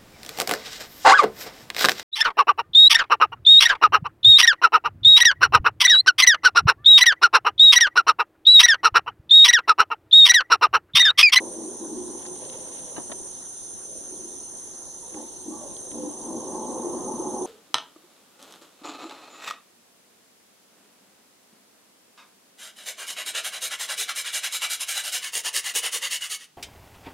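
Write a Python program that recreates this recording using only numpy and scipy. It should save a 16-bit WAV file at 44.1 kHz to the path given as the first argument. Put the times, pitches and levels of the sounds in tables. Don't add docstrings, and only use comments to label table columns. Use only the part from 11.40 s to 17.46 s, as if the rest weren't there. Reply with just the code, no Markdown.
import sys
import numpy as np
from scipy import signal
from scipy.fft import rfft, irfft, next_fast_len
from scipy.io import wavfile
from scipy.ndimage import uniform_filter1d

SR = 44100
rng = np.random.default_rng(int(sys.argv[2]) if len(sys.argv) > 2 else 0)


def file_out(sig):
    cols = np.atleast_2d(sig).T
    lim = np.clip(cols, -1, 1)
    pcm = np.round(lim * 32767).astype(np.int16)
    wavfile.write(sys.argv[1], SR, pcm)


N = 267201


# pitch_hz, width_hz, relative level_db
CHEST_MODES = [(355.2, 77, -1.5), (403, 84, -8)]
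THROAT_MODES = [(504.8, 56.6, 3.5), (624.5, 63, -5)]
MOUTH_MODES = [(739, 76, -3.5), (849, 85, 2.5), (1028, 128, -1)]
# pitch_hz, width_hz, relative level_db
AIR_SAC_MODES = [(243.5, 80, 0)]
# start_s, level_db
AIR_SAC_LEVEL = [(0, -1), (.6, -4.5), (2.8, -5.5), (3.7, -9.5), (5, -2), (6.06, -1)]
FOLD_RATES = [48, 61, 75]
# start_s, chest_level_db, throat_level_db, open_mouth_level_db
ROAR_LEVELS = [(0, -38, -42, -47), (.1, -43.5, -49, -60.5), (.7, -45.5, -57.5, -57), (.98, -47.5, -51, -57),
               (1.5, -53.5, -54.5, -63.5), (1.85, -52.5, -57.5, -64.5), (2.2, -59.5, -73, -75),
               (2.55, -52.5, -54, -72.5), (3.0, -52, -65.5, -66.5), (3.7, -57.5, -59.5, -65),
               (3.95, -50.5, -68, -65), (4.22, -49, -56, -53), (4.45, -52, -53, -66),
               (4.75, -45.5, -52, -53.5), (5.1, -38, -46, -49), (5.38, -36, -41, -45),
               (5.7, -35, -43.5, -46), (6.06, -36, -44, -45)]
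ROAR_CHEST_HZ = 357
TRACT_DRIFT = .01
# start_s, length_s, first_pitch_hz, last_pitch_hz, level_db
GLIDING_RINGS = [(0.128, 0.17, 337.6, 311, -38), (.27, 0.085, 370, 390, -41), (.41, 0.068, 355, 305, -33),
                 (.49, 0.069, 345, 295, -33), (0.56, 0.18, 354, 372, -38.5), (.875, 0.056, 360, 362, -35.5),
                 (4.88, 0.19, 375, 277, -42), (5.3, 0.12, 355, 342, -33.5), (5.43, 0.069, 350, 360, -26),
                 (5.77, .06, 345, 350, -33.5), (5.98, 0.073, 365, 359, -32), (.95, 0.33, 525, 512.6, -50.5),
                 (3.609, 0.064, 935, 922, -54.5), (3.699, 0.19, 750, 953, -54.5),
                 (3.729, 0.091, 317, 266, -42), (4.1, 0.128, 1146, 1150, -54), (4.12, 0.08, 840, 858, -49),
                 (4.2, 0.092, 630, 530, -44), (4.538, 0.2, 300.5, 290, -33.5), (4.55, 0.14, 510, 512, -40),
                 (5.112, 0.074, 1085, 1075, -50.5), (5.08, 0.295, 885, 850, -44.5),
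                 (5.347, .8, 1247, 1232, -63), (5.66, 0.094, 860, 887, -40), (5.8, .3, 850, 830, -41.5)]
# start_s, length_s, effort_db, swell_db over the grunt,
# chest_tuning_hz, upper_rings_db under the chest
GRUNT_EVENTS = [(0.17, 0.065, -40.5, 1, 325, -12), (0.389, 0.059, -38, -9, 335, -12.5),
                (0.465, 0.24, -39, -3, 343, -18.5), (2.7, 0.17, -45.5, -3, 349, -33),
                (3.711, 0.12, -39.5, -0.5, 309, -11), (4.048, 0.15, -37.5, -12, 306, -21),
                (4.503, 0.17, -37, -3, 310, -13), (4.825, 0.18, -38, 3, 340, -13.5)]
GRUNT_RISE_S, GRUNT_FALL_DB_PER_S, GRUNT_MOUTH_DB = 0.037, 322, -6.5

# start_s, crickets_level_db, far_katydids_level_db
CHORUS_LEVELS = [(0, -45.5, -49.5), (1.9, -44.5, -48.5), (2.9, -45, -49), (3.35, -45.5, -53),
                 (4.1, -48, -58), (4.35, -46.5, -48.5), (5.3, -47, -55), (6.06, -46, -55)]
# pitch_hz, width_hz, relative level_db
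WING_MODES = [
    [(6230, 110, -3), (5990, 300, -2), (6440, 130, -4), (6700, 50, -6)],
    [(9220, 280, 0), (9720, 160, -16)],
    [(8520, 60, -1), (8665, 60, 0)],
]
WING_BALANCE = [-2.5, 3.5, -1.5]
# start_s, end_s
KATYDID_PHRASES = [(.05, .34), (.47, .7), (.85, 1.12), (1.2, 1.5), (1.6, 1.9), (3.98, 4.13), (4.28, 4.55),
                   (4.68, 4.95), (5.08, 5.38)]
PHRASE_DB, PAUSE_DB = -50, -80
# start_s, end_s
KATYDID_VERSES = [
    [(-1, .45), (.52, 1.97), (1.99, 3.3)],
    [(5.3, 6.5)],
    [(-1, .62), (.65, 3.18)],
    [(4.1, 5.35)],
    [(-1, .62), (1.3, 2.25), (2.3, 3.95), (4.2, 6.5)],
    [(-1, .12), (.52, 2.7), (3.05, 5.1), (5.58, 6.5)],
]
VERSE_NOTES = [9025, 9150, 9250, 9270, 9405, 10135]
VERSE_WIDTHS = [70, 50, 49.4, 60, 69.6, 105]
VERSE_LEVELS = [-46, -46, -47.5, -50.5, -50.5, -55.5]
VERSE_RISE_S, VERSE_STOP_S, VERSE_LEFT_DB = .15, .08, -2
VERSE_SLIDE, VERSE_SLIDE_S = .02, .12
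# start_s, chirps_per_s, level_db, pitch_hz
CRICKET_CHIRPS = [(0, 25.66, -52, 6205), (3.0, 25.66, -50, 6240), (3.6, 25.98, -50, 6250),
                  (4.85, 26.0, -47, 6265), (5.1, 26.55, -47, 6268), (6.06, 26.57, -45, 6280)]
CHIRP_AT_S = 5.608

# pitch_hz, level_db per Hz
HUSH_SPECTRUM = [(20, -77), (90, -76), (350, -78), (1000, -91), (1400, -96), (3000, -96.5), (3900, -91.5),
                 (5500, -93.5), (5900, -82.5), (7200, -78.5), (7800, -93), (8150, -84), (8400, -88.5),
                 (9300, -72), (9900, -88.5), (10400, -102), (12300, -101), (13500, -108), (14800, -106),
                 (15030, -99), (15250, -125)]
# pitch_hz, likeness (0 to 1)
HUSH_LIKENESS = [(30, 0), (150, 0.97), (400, 0.52), (1200, 0), (16000, 0.025)]
# pitch_hz, balance_db
HUSH_BALANCE = [(300, 3.5), (2000, -0.5), (6000, -0.5), (8000, -2.5), (11000, -6.5), (16000, -16)]
# start_s, level_db
RUMBLE_LEVEL = [(0, -55), (1.1, -48.5), (1.9, -54.5), (3.3, -67), (4.2, -53.5), (5.5, -46.5)]
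# start_s, level_db
RUSTLE_LEVEL = [(0, -100), (.8, -63.5), (1.12, -56), (1.5, -59.5), (2.7, -97)]
# start_s, peak_db at the left port, pitch_hz, t60_s
TICK_EVENTS = [(0.853, -37, 1970, 0.05), (0.863, -31.5, 4030, 0.03), (1.051, -33, 3900, .01),
               (1.098, -32, 3540, .016), (1.125, -36, 4200, .01), (3.7425, -36, 1860, 0.02),
               (4.366, -30.5, 4200, .01), (4.5145, -35, 2900, 0.03)]
# start_s, first_bounce_peak_db, bounce_gap_s, brightness_db
KNOCK_EVENTS = [(1.564, -31.5, 0.0031, 8), (1.581, -22, 0.0024, -11), (1.599, -30.5, 0.0055, -9),
                (1.699, -30, 0.0035, -14), (1.7167, -27.5, .0016, 13), (1.72, -28.5, .0018, -3)]
# pitch_hz, level_db, t60_s
HULL_MODES = [(292, 31, 0.015), (630, 25.5, 0.017), (949, 10.5, 0.1), (1670, -2, 0.023), (2910, 9, 0.029),
              (3860, 4, 0.018)]

PORT_DELAY_S, EDGE_HZ = 1 / 2400, 16338
# pitch_hz, share (0 to 1)
PORT_CROSSFEED = [(100, 0.72), (2400, 1), (5000, 0.39), (10000, 0.027), (16000, 0.25)]


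def gain_of(db):
    return 10 ** (np.asarray(db) / 20)


def evened(x):
    return x / np.sqrt(np.mean(x ** 2) + 1e-20)


def read(points, hz):
    f, value = np.transpose(points)
    return np.interp(np.log(hz + 1), np.log(f + 1), value)


def curves(rows):
    s, *columns = np.transpose(rows)
    return [np.interp(np.arange(N) / SR, s, c) for c in columns]


def add(mix, s, sound):
    part = mix[round(s * SR):][:len(sound)]
    part += sound[:len(part)]


def wander(size):
    return evened(uniform_filter1d(uniform_filter1d(rng.standard_normal(N), size), size))


def without_depths(x):
    return signal.sosfilt(signal.butter(2, 90, "highpass", fs=SR, output="sos"), x)


def resonate(x, hz, width):
    turn = np.exp(2j * np.pi * np.cumsum(hz * np.ones(N)) / SR)
    r = np.exp(-np.pi * width * 1.55 / SR)
    low = signal.lfilter([(1 - r) ** 2], [1, -2 * r, r * r], x / turn + 1e-18)
    return 2 * (turn * low).real


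def tract(x, modes, shift=1.):
    rings = 0
    for k, (hz, width, db) in enumerate(modes):
        ring = resonate(x, hz * shift, width) / np.sqrt(width)
        rings = rings + (-1) ** k * gain_of(db) * ring
    return evened(rings)


def larynx(jitter, rough):
    out = np.zeros(N)
    for rate in FOLD_RATES:
        turns = np.cumsum(rate * np.exp(jitter * wander(size=400))) / SR
        size = gain_of(2.5 * wander(size=300))
        folds = np.diff(np.floor(turns), prepend=0)
        puffs = (0.065 + np.exp(-(turns % 1) / 1.6)) * rng.standard_normal(N)
        out += size * ((1 - rough) * evened(folds) + rough * evened(puffs))
    return out


def trees(x, t60):
    taps = np.zeros((2, SR))
    at = np.arange(400, SR - 20, 20) + rng.integers(0, 20, (2, (SR - 401) // 20))
    np.put_along_axis(taps, at, rng.choice([-1., 1.], at.shape), 1)
    taps *= gain_of(-60 * np.arange(SR) / SR / t60)
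    return signal.fftconvolve(x[None], taps / np.linalg.norm(taps[0]), axes=1)[:, :N]


def howlers():
    chest, throat, mouth = gain_of(curves(ROAR_LEVELS)) ** 2
    grunt, upper, tuned = grunts()
    slide = (chest * ROAR_CHEST_HZ + tuned) / (chest + grunt) / ROAR_CHEST_HZ
    voice = larynx(jitter=.25, rough=0.62)

    chest_shift = slide ** 0.71 * (1 + TRACT_DRIFT * wander(size=3000))
    throat_shift = slide ** 0.063 * (1 + TRACT_DRIFT * wander(size=3000))
    mouth_shift = 1 + TRACT_DRIFT * wander(size=3000)
    sac = gain_of(curves(AIR_SAC_LEVEL)[0]) * tract(voice, AIR_SAC_MODES, chest_shift)
    body = tract(voice, CHEST_MODES, chest_shift) - sac

    near = np.sqrt(chest + grunt) * body
    near += np.sqrt(throat + upper) * tract(voice, THROAT_MODES, throat_shift)
    mouth_power = mouth + upper * gain_of(2 * GRUNT_MOUTH_DB)
    near += np.sqrt(mouth_power) * tract(voice, MOUTH_MODES, mouth_shift)
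    near = without_depths(near + gliding_rings())

    both, apart = trees(near, t60=0.36)
    for _ in range(2):
        apart = signal.lfilter([1, -.94], 1, apart)
    return near * gain_of([[.6], [-.6]]) + gain_of(-8.5) * both + gain_of(27.0) * apart * [[1], [-1]]


def insects():
    t, half = np.arange(N) / SR, np.array([[.5], [-.5]])
    singing = sum(1. * (t >= a) * (t < b) for a, b in KATYDID_PHRASES)
    singing = uniform_filter1d(singing, size=1500)
    levels = curves(CHORUS_LEVELS) + [PAUSE_DB + (PHRASE_DB - PAUSE_DB) * singing]
    scrape, wings = (rng.standard_normal((2, N)) * gain_of(0.38 * wander(size=150)) for _ in range(2))
    out = gain_of(VERSE_LEFT_DB * half) * verses(wings)
    for level_db, modes, left_db in zip(levels, WING_MODES, WING_BALANCE):
        out += gain_of(level_db + left_db * half) * tract(scrape, modes)
    return out


def verses(scrape):
    out, t = np.zeros((2, N)), np.arange(N) / SR
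    for hz, width, db, rows in zip(VERSE_NOTES, VERSE_WIDTHS, VERSE_LEVELS, KATYDID_VERSES):
        size, flat = np.zeros((2, N))
        for start, end in rows:
            shape = np.clip(np.minimum((t - start) / VERSE_RISE_S, (end - t) / VERSE_STOP_S), 0, 1)
            size += shape
            flat += (shape > 0) * VERSE_SLIDE * np.exp(-np.maximum(t - start, 0) / VERSE_SLIDE_S)
        out += gain_of(db) * size * tract(scrape, [(hz, width, 0)], 1 - flat)
    return out


def cricket():
    rate, level_db, hz = curves(CRICKET_CHIRPS)
    turns = np.cumsum(rate) / SR
    before = (turns[round(CHIRP_AT_S * SR)] - turns + 0.05) % 1
    swell = np.exp(-before / .2) + np.exp((before - 1) / .07)
    strokes = swell * (1 + .6 * np.cos(2 * np.pi * (before - .06) * 6))
    tone = np.cos(2 * np.pi * np.cumsum(hz + 65 * wander(size=200)) / SR)
    uneven = gain_of(0.5 * wander(size=1500))
    song = gain_of(level_db) * evened(resonate(tone * strokes * uneven, hz, 210))
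    return song + gain_of(-9) * trees(song, t60=0.08)


def hush():
    frames, hz = N // 256 + 5, np.fft.rfftfreq(1024, 1 / SR)
    a, b, c, d, patches = rng.standard_normal((frames, 513, 5)).T
    patches = evened(uniform_filter1d(uniform_filter1d(patches, 12, 0), 8, 1))
    patch_db = read([(9000, 2.07), (11000, 0.75)], hz)[:, None] * patches

    same, left = np.clip(read(HUSH_LIKENESS, hz), -1, 1)[:, None], a + 1j * b
    right = same * left + np.sqrt(1 - same ** 2) * (c + 1j * d)
    z = np.array([left, right])
    per_hz = np.sqrt(SR / 1024)
    z *= per_hz * gain_of(read(HUSH_SPECTRUM, hz)[:, None] + patch_db)
    z *= gain_of(read(HUSH_BALANCE, hz)[:, None] * np.array([.5, -.5])[:, None, None])
    return signal.istft(z, nperseg=1024, noverlap=768)[1][:, :N]


def rumble():
    both, apart = (tract(rng.standard_normal(N), [(137, 174, 0)]) for _ in range(2))
    return gain_of(curves(RUMBLE_LEVEL)[0]) * (both + 0.096 * apart * np.array([[1], [-1]]))


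def gliding_rings():
    out, unsteady, hoarse = np.zeros(N), wander(size=150), wander(size=250)
    for s, length, first_hz, last_hz, db in GLIDING_RINGS:
        shake, throb = (v[round(s * SR):][:round(length * SR)] for v in (unsteady, hoarse))
        hz = np.linspace(first_hz, last_hz, len(shake)) * (1 + 0.024 * shake)
        tone = np.sin(2 * np.pi * np.cumsum(hz) / SR)
        add(out, s, gain_of(db + 3.25 * throb) * tone * signal.windows.tukey(len(hz), .6))
    return out


def grunts():
    t, chest, upper, tuned = np.arange(N) / SR, *np.zeros((3, N))
    for s, length, effort_db, swell_db, hz, upper_db in GRUNT_EVENTS:
        rise = np.clip((t - s) / GRUNT_RISE_S, 0, 1)
        shape_db = swell_db * (np.clip((t - s) / length, 0, 1) - .5)
        shape_db -= GRUNT_FALL_DB_PER_S * np.maximum(t - s - length, 0)
        power = (rise * gain_of(effort_db + shape_db)) ** 2
        chest = chest + power
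        upper = upper + power * gain_of(2 * upper_db)
        tuned = tuned + power * hz
    return chest, upper, tuned


def rustle():
    grains = (rng.random((2, N)) < 1500 / SR) * rng.standard_normal((2, N))
    grains = grains * gain_of(3.2 * wander(size=700))
    band = signal.butter(2, [1800, 4300], "bandpass", fs=SR, output="sos")
    return gain_of(curves(RUSTLE_LEVEL)[0]) * evened(signal.sosfilt(band, grains))


def ticks():
    out, t = np.zeros((2, N)), np.arange(1500) / SR
    noises = rng.standard_normal((len(TICK_EVENTS), len(t)))
    for (s, peak_db, hz, t60), noise in zip(TICK_EVENTS, noises):
        band = signal.butter(2, [hz / 1.4, hz * 1.4], "bandpass", fs=SR, output="sos")
        click = signal.sosfilt(band, noise * gain_of(-60 * t / t60))
        click *= gain_of(peak_db) / abs(click).max()
        add(out[0], s, click)
        add(out[1], s + .0001, gain_of(-12) * click)
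    return out


def hull():
    out, t = np.zeros(N), np.arange(3000) / SR
    band = signal.butter(2, [250, 4200], "bandpass", fs=SR, output="sos")
    noises = rng.standard_normal((len(KNOCK_EVENTS), len(t)))
    for (s, peak_db, gap, bright_db), noise in zip(KNOCK_EVENTS, noises):
        ring = gain_of(bright_db + 25.5 - 60 * t / 0.021) * signal.sosfilt(band, noise)
        for hz, db, t60 in HULL_MODES:
            tilt_db = bright_db * np.log2(hz / HULL_MODES[0][0]) / 3
            ring += gain_of(db + tilt_db - 60 * t / t60) * np.sin(2 * np.pi * hz * t)
        ring /= abs(ring).max()
        for k in range(4):
            add(out, s + k ** 1.25 * gap, gain_of(peak_db - 2.5 * k) * ring)
    out = without_depths(out)
    return np.array([out, np.roll(out, shift=4)]) * gain_of([[3.5], [-3.5]])


def scene():
    return howlers() + insects() + cricket() + hush() + rumble() + rustle() + ticks() + hull()


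def record(dry):
    size = next_fast_len(N + 64)
    hz, z = np.fft.rfftfreq(size, 1 / SR), rfft(dry, size)
    delay = np.exp(-2j * np.pi * hz * PORT_DELAY_S)
    cross = np.clip(read(PORT_CROSSFEED, hz), 0, 1) * delay
    wide = irfft(z - cross * z[::-1], size)[:, :N]
    edge = signal.firwin(511, EDGE_HZ, window=("kaiser", 9), fs=SR)
    return signal.oaconvolve(wide, edge[None], "same")


dry = scene()
out = record(dry)
file_out(out)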